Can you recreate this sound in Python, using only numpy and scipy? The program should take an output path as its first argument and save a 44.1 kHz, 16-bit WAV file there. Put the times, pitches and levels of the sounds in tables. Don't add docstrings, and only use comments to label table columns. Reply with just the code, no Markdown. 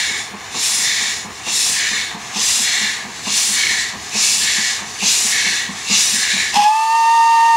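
import sys
import numpy as np
from scipy import signal
from scipy.fft import rfft, irfft
from scipy.io import wavfile
from scipy.ndimage import map_coordinates

SR = 44100
rng = np.random.default_rng(int(sys.argv[2]) if len(sys.argv) > 2 else 0)


def master(y):
    cut = np.clip(np.atleast_2d(y).T, -1, 1)
    pcm = np.round(cut * 32767)
    wavfile.write(sys.argv[1], SR, pcm.astype(np.int16))


N = 333396
T = np.arange(N) / SR
FROM_MIDDLE_S = T - T.mean()
HZ = np.maximum(np.arange(N // 2 + 1) * SR / N, 1)
SIDES = np.array([[1], [-1]])
SPEAKS_S = 6.561
DRIES_S = 6.635


def undb(db):
    return 10 ** (np.asarray(db) / 20)


def ramp(start, length):
    return np.clip((T - start) / length, 0, 1)


def swell(t, rise, fall):
    return np.clip(t / rise, 0, 1) * np.exp(-np.maximum(t - rise, 0) / fall)


def stroke(t, rise, hold, fall, sag_db=0):
    opening = np.clip(t / rise, 0, 1)
    sag = undb(-sag_db * np.clip(t - rise, 0, 1))
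    closing = np.clip(1 - (t - hold) / fall, 0, 1)
    return opening * sag * closing


def walk(rate):
    knots = rng.standard_normal(4000)
    fine = signal.resample_poly(knots, 8, 1)
    return np.interp(T * rate * 2, np.arange(len(fine)) / 8, fine)


def colour(points, peaks=()):
    hz, db = np.transpose(points)
    outline = np.interp(np.log(HZ), np.log(hz), db)
    resonances = sum(lift * np.exp(-2 * ((HZ - f) / width) ** 2) for f, width, lift in peaks)
    return undb(outline + resonances)


def noise(gain, band=(0, SR)):
    # (frequency [Hz], side minus mid [dB])
    side_level = [(60, -19), (700, -17), (1300, -13), (2400, -19), (6000, -21.5), (9000, -8.5),
                  (12000, -35)]
    # (frequency [Hz], left minus right [dB])
    left_lean = [(60, -2), (200, -2.5), (700, -.5), (2400, 0.3), (7000, .6), (9000, 2), (12000, 0)]
    mid, side = rfft(rng.standard_normal((2, N))) * gain
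    in_band = (HZ > band[0]) * (HZ < band[1])
    rms = irfft(mid * in_band, N).std()
    spread = mid + SIDES * side * colour(side_level)
    return irfft(spread * colour(left_lean) ** (SIDES / 2), N) / rms


def sputter(rate, size, length):
    chance, sizes = rng.random(N), rng.exponential(size=N)
    hits = (chance < rate / SR) * sizes
    return 1 + size * signal.lfilter([1], [1, -np.exp(-1 / (length * SR))], hits)


def shifting(x, patchy_db, width_hz, hold_s):
    hz, s, cells = signal.stft(x, SR, nperseg=1024)
    places = np.meshgrid(hz / width_hz, s / hold_s, indexing="ij")
    patches = map_coordinates(rng.standard_normal((256, 128)), places, mode="mirror")
    return signal.istft(cells * undb(patchy_db * patches), SR)[1][:, :N]


def ground(x, lag_ms, share, drift):
    lag_s = lag_ms * (1 + drift * walk(0.485)) / 1000
    at = np.arange(N) - SR * lag_s
    bounce = np.array([map_coordinates(channel, [at], order=3) for channel in x])
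    return (x - share * bounce) / np.hypot(1, share)


def turns():
    # (start [s], jet level [dB], jet rise [s], jet sag [dB/s], opening gush level [dB],
    # hollow rush level [dB], rush sag [dB/s], chimney thump level before accent and trim [dB])
    wheel_turns = [(-0.345, -15, 0.1, 31.5, -42, -19.5, 39, -33),
                   (0.542, -20, 0.15, 8, -33, -21.5, 14, -32.5),
                   (1.462, -19.5, 0.18, 18.5, -28, -21, 7, -29.5),
                   (2.353, -17.5, 0.17, 22, -28, -21, -2.5, -26.5),
                   (3.262, -19, 0.15, 12, -27.5, -19.5, 14, -29.5),
                   (4.141, -18, 0.14, 9, -24.5, -22, 4, -28), (5.018, -17.5, 0.11, 12.5, -22, -21, 2, -27),
                   (5.894, -18.5, 0.09, 11.5, -20.5, -21, 5, -21)]
    lengths = np.diff([turn[0] for turn in wheel_turns])
    return zip(wheel_turns, np.append(lengths, lengths[-1]))


def flows():
    lead_s = 0.041
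    jet, gush, sizzle, rush, leak = np.zeros((5, N))
    for (s, jet_db, rise_s, sag_db, gush_db, rush_db, rush_sag_db, _), length in turns():
        t = T - s + lead_s
        jet += undb(jet_db) * stroke(t, rise_s, hold=0.66 * length, fall=0.18, sag_db=sag_db)
        gush += undb(gush_db) * swell(t, rise=0.063, fall=0.06)
        sizzle += undb(-26.5) * stroke(t - 0.077, rise=0.066, hold=0.24, fall=0.11, sag_db=10)
        rush += undb(rush_db) * stroke(t - 0.27, rise=0.11, hold=0.28, fall=0.22, sag_db=rush_sag_db)
        leak += stroke(t + 0.15, rise=0.083, hold=0.2, fall=0.12)
    return jet, gush, sizzle, rush, undb(-34 + 6.5 * (leak - 1))


def cylinders():
    # (frequency [Hz], level [dB])
    jet_colour = [(700, -29), (1500, -15.5), (2300, -8.5), (3150, -7.5), (3600, -3), (4700, -4), (5300, -2),
                  (7100, -1), (7900, -10.5), (9000, -38), (12000, -41)]
    body_colour = [(1400, -28), (2000, -8.5), (2350, 0.5), (2800, 9.5), (3150, -6), (3600, 3), (4500, -6),
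                   (6000, -48)]
    sizzle_colour = [(4000, -26.5), (6500, -25), (7500, 0), (8200, -1.5), (9500, -4), (11200, -11),
                     (12200, -16), (15500, -20)]
    rush_colour = [(600, -46), (1400, -15.5), (1680, -2.5), (2300, -6), (2550, -13.5), (3200, -6),
                   (3600, -8), (4400, -8.5), (4850, -31), (6900, -16), (9000, -41)]
    # (frequency [Hz], width [Hz], lift [dB])
    jet_peaks = [(3440, 270, 4.8), (5000, 520, 4.1), (6140, 260, 2.7), (6840, 290, 4.4)]
    sizzle_peaks = [(7570, 270, 4.7), (8850, 490, 4.6), (10100, 590, 4.6), (11380, 270, 4.6)]
    rush_peaks = [(1759, 180, 7.3), (1946, 114, 6.9), (2219, 97, 9.6), (3570, 250, 5.4), (4230, 920, 3.8)]

    jet_flow, gush_flow, sizzle_flow, rush_flow, leak_flow = flows()
    nearing_db_per_s = 1.3
    near = undb(nearing_db_per_s * FROM_MIDDLE_S)
    flow = np.hypot(jet_flow, leak_flow * near) * undb(0.62 * walk(14))

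    surge = undb(-3) * np.interp(T - 0.043, T, gush_flow)
    jet = noise(colour(jet_colour, jet_peaks), band=(4800, 7300)) * (flow + surge)
    fizz = undb(-11) * flow
    sizzle = noise(colour(sizzle_colour, sizzle_peaks), band=(8500, 12000)) * np.hypot(sizzle_flow, fizz)

    body_flow = flow * undb(-13 + nearing_db_per_s * FROM_MIDDLE_S)
    body = noise(colour(body_colour)) * np.hypot(gush_flow, body_flow)

    jet_share, leak_share = undb(-17) * flow, undb(-39.5) * near
    hollow = np.sqrt(rush_flow ** 2 + jet_share ** 2 + leak_share ** 2)
    unsteady = undb(0.86 * walk(14) + 0.5 * walk(65))
    rush = noise(colour(rush_colour, rush_peaks), band=(1650, 2350)) * hollow * unsteady

    wet = (jet + sizzle + body) * sputter(rate=36, size=0.25, length=0.00074)
    wet = wet + rush * sputter(rate=50, size=0.35, length=0.00026)
    wet = shifting(wet, patchy_db=1.9, width_hz=150, hold_s=0.16)
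    return ground(wet, lag_ms=0.6015, share=0.21, drift=0.02)


def chimney():
    # (share of the turn, thump accent [dB], puff level before trim [dB])
    quarters = [(0, 2, -25), (0.252, -4, -35), (0.499, -3, -30.5), (0.761, -0.5, -29)]
    # (frequency [Hz], level [dB])
    air_column = [(168, -9), (203, 3), (248, -8.5)]
    # (frequency [Hz], level [dB])
    puff_colour = [(90, -36), (220, 8), (300, -2), (450, 1), (580, -9), (720, 2), (1100, 4.5),
                   (1400, -12.5), (2000, -25), (5000, -54)]
    thump_trim_db, puff_trim_db = -5, -3
    thumps, puffs = np.zeros(N), np.zeros(N)
    for (s, *_, turn_db), length in turns():
        for share, accent_db, level_db in quarters:
            t = T - s - share * length
            thumps += undb(turn_db + accent_db + thump_trim_db) * swell(t, rise=0.013, fall=0.036)
            puffs += undb(level_db + puff_trim_db) * swell(t, rise=0.0095, fall=0.04)
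    column = 0
    for hz, db in air_column:
        phase = 2 * np.pi * np.cumsum(hz * (1 + 0.0377 * walk(30))) / SR
        column = column + undb(db) * (1 + 0.48 * walk(40)) * np.sin(phase)
    ringing = thumps * column * undb(-1.3 * SIDES)
    return ringing + puffs * noise(colour(puff_colour))


def rolling():
    # (frequency [Hz], level [dB])
    rumble_colour = [(20, -46), (40, -33), (62, -2.5), (110, 0), (160, -4.5), (220, 0.5), (300, -6),
                     (420, -1.5), (520, -6), (600, -29), (900, -29.5)]
    clatter_colour = [(480, -56), (600, -11), (720, 0.5), (900, -1.5), (1150, 1), (1400, -9), (1650, -0.5),
                      (3000, -7.5), (8000, -74)]
    rumble = noise(colour(rumble_colour)) * undb(-42.5 + 1.3 * walk(12))
    uneven = undb(1.3 * walk(14)) * sputter(rate=16, size=0.25, length=0.006)
    chatter = undb(-35 + 0.03 * FROM_MIDDLE_S) * uneven
    clank = undb(-25) * swell(T - 7, rise=0.011, fall=0.016)
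    return rumble + noise(colour(clatter_colour)) * (chatter + clank)


def whistle_steam():
    # (time [s], level [dB])
    slug_times = [(6.524, -16), (6.605, -25)]
    # (frequency [Hz], level [dB])
    spit_colour = [(500, -21), (900, 11), (1200, -1.5), (1420, -15), (1800, -2), (2400, -3.5), (5500, -1),
                   (7500, -5), (11000, -16.5), (15500, -32)]
    lip_colour = [(60, -29), (200, -10), (560, -14.5), (720, 0), (1000, 6), (1280, 7.5), (1420, -37),
                  (1600, -2), (2000, 1.5), (6800, 1.5), (8200, -4), (10500, -7.5), (12000, -17),
                  (15500, -21)]
    # (frequency [Hz], width [Hz], lift [dB])
    spit_peaks = [(1010, 47, 4.5), (2720, 330, 8.6), (3330, 280, 7.4), (5160, 170, 10)]
    bell_peaks = [(679, 48, 12.5), (940, 92, 9.6)]
    dry_share = ramp(DRIES_S, 0.085)
    slugs = sum(undb(db) * swell(T - s, rise=0.037, fall=0.068) for s, db in slug_times)
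    spit = noise(colour(spit_colour, spit_peaks)) * sputter(rate=100, size=0.5, length=0.0016) * slugs
    hiss = noise(colour(lip_colour, bell_peaks)) * undb(-28.5 + 0.5 * walk(50))
    steam = np.sqrt(1 - dry_share) * spit + np.sqrt(dry_share) * hiss
    return shifting(steam, patchy_db=1.3, width_hz=150, hold_s=0.12)


def whistle():
    # (time [s], level [dB])
    note_level = [(6.58, -13), (6.596, -9), (6.63, -14), (6.664, -9), (6.732, -14.5), (6.876, -17),
                  (6.926, -13.5), (7.058, -13), (7.108, -11), (7.54, -11)]
    # (multiple of the note, level within its series [dB])
    even_overtones = [(2, 0), (4, -15), (6, -23), (8, -26)]
    odd_overtones = [(3, 0), (5, -9), (7, -10), (9, -25), (11, -24)]
    wet_hz, dry_hz, warming_s = 827, 918.5, 0.155
    even_db, odd_db, chime_db = -26.5, -30, -27.5
    chime_hz = 1201

    hz = dry_hz + (wet_hz - dry_hz) * np.exp(-np.maximum(T - DRIES_S, 0) / warming_s)
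    hz = hz * (1 + 0.0022 * walk(9))
    wet = 1 - ramp(SPEAKS_S, 0.24)
    weak = 1 - ramp(SPEAKS_S, 0.42)
    rough = (0.0012 + 0.004 * wet) * walk(70)
    phase = 2 * np.pi * np.cumsum(hz * (1 + rough)) / SR
    note_s, note_db = np.transpose(note_level)
    tone_db = np.interp(T, note_s, note_db)
    tone = undb(tone_db + (0.5 + 0.88 * wet) * walk(60)) * np.sin(phase + 0.14 * SIDES)

    even_now_db = even_db + 1.74 * (tone_db - tone_db[-1]) - 8 * wet
    for series, series_db in ((even_overtones, even_now_db), (odd_overtones, odd_db)):
        for k, own_db in series:
            lack_db = 7 * wet + 4 * weak * max(k - 4, 0)
            flutter_db = (1.6 + 1.5 * weak) * walk(25)
            tone = tone + undb(series_db + own_db - lack_db + flutter_db) * np.sin(round(k) * phase)

    chime_phase = 2 * np.pi * np.cumsum(chime_hz * (1 + 0.004 * walk(45))) / SR
    chime = np.sin(chime_phase) + undb(-31.5) * np.sin(chime_phase - phase)
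    chime = chime * undb(chime_db - 7 * weak + 1.6 * walk(30)) * ramp(6.68, 0.05)
    return np.sqrt(2) * (tone + chime) * ramp(SPEAKS_S, 0.0044) * undb(-0.4 * SIDES)


def scene():
    train = cylinders() + chimney() + rolling()
    sinking = undb(-25 * ramp(SPEAKS_S, 0.24))
    return train * sinking + whistle_steam() + whistle()


def record(dry):
    low_pass = signal.ellip(10, 0.1, 80, 15600, fs=SR, output="sos")
    return signal.sosfilt(low_pass, dry)


dry = scene()
out = record(dry)
master(out)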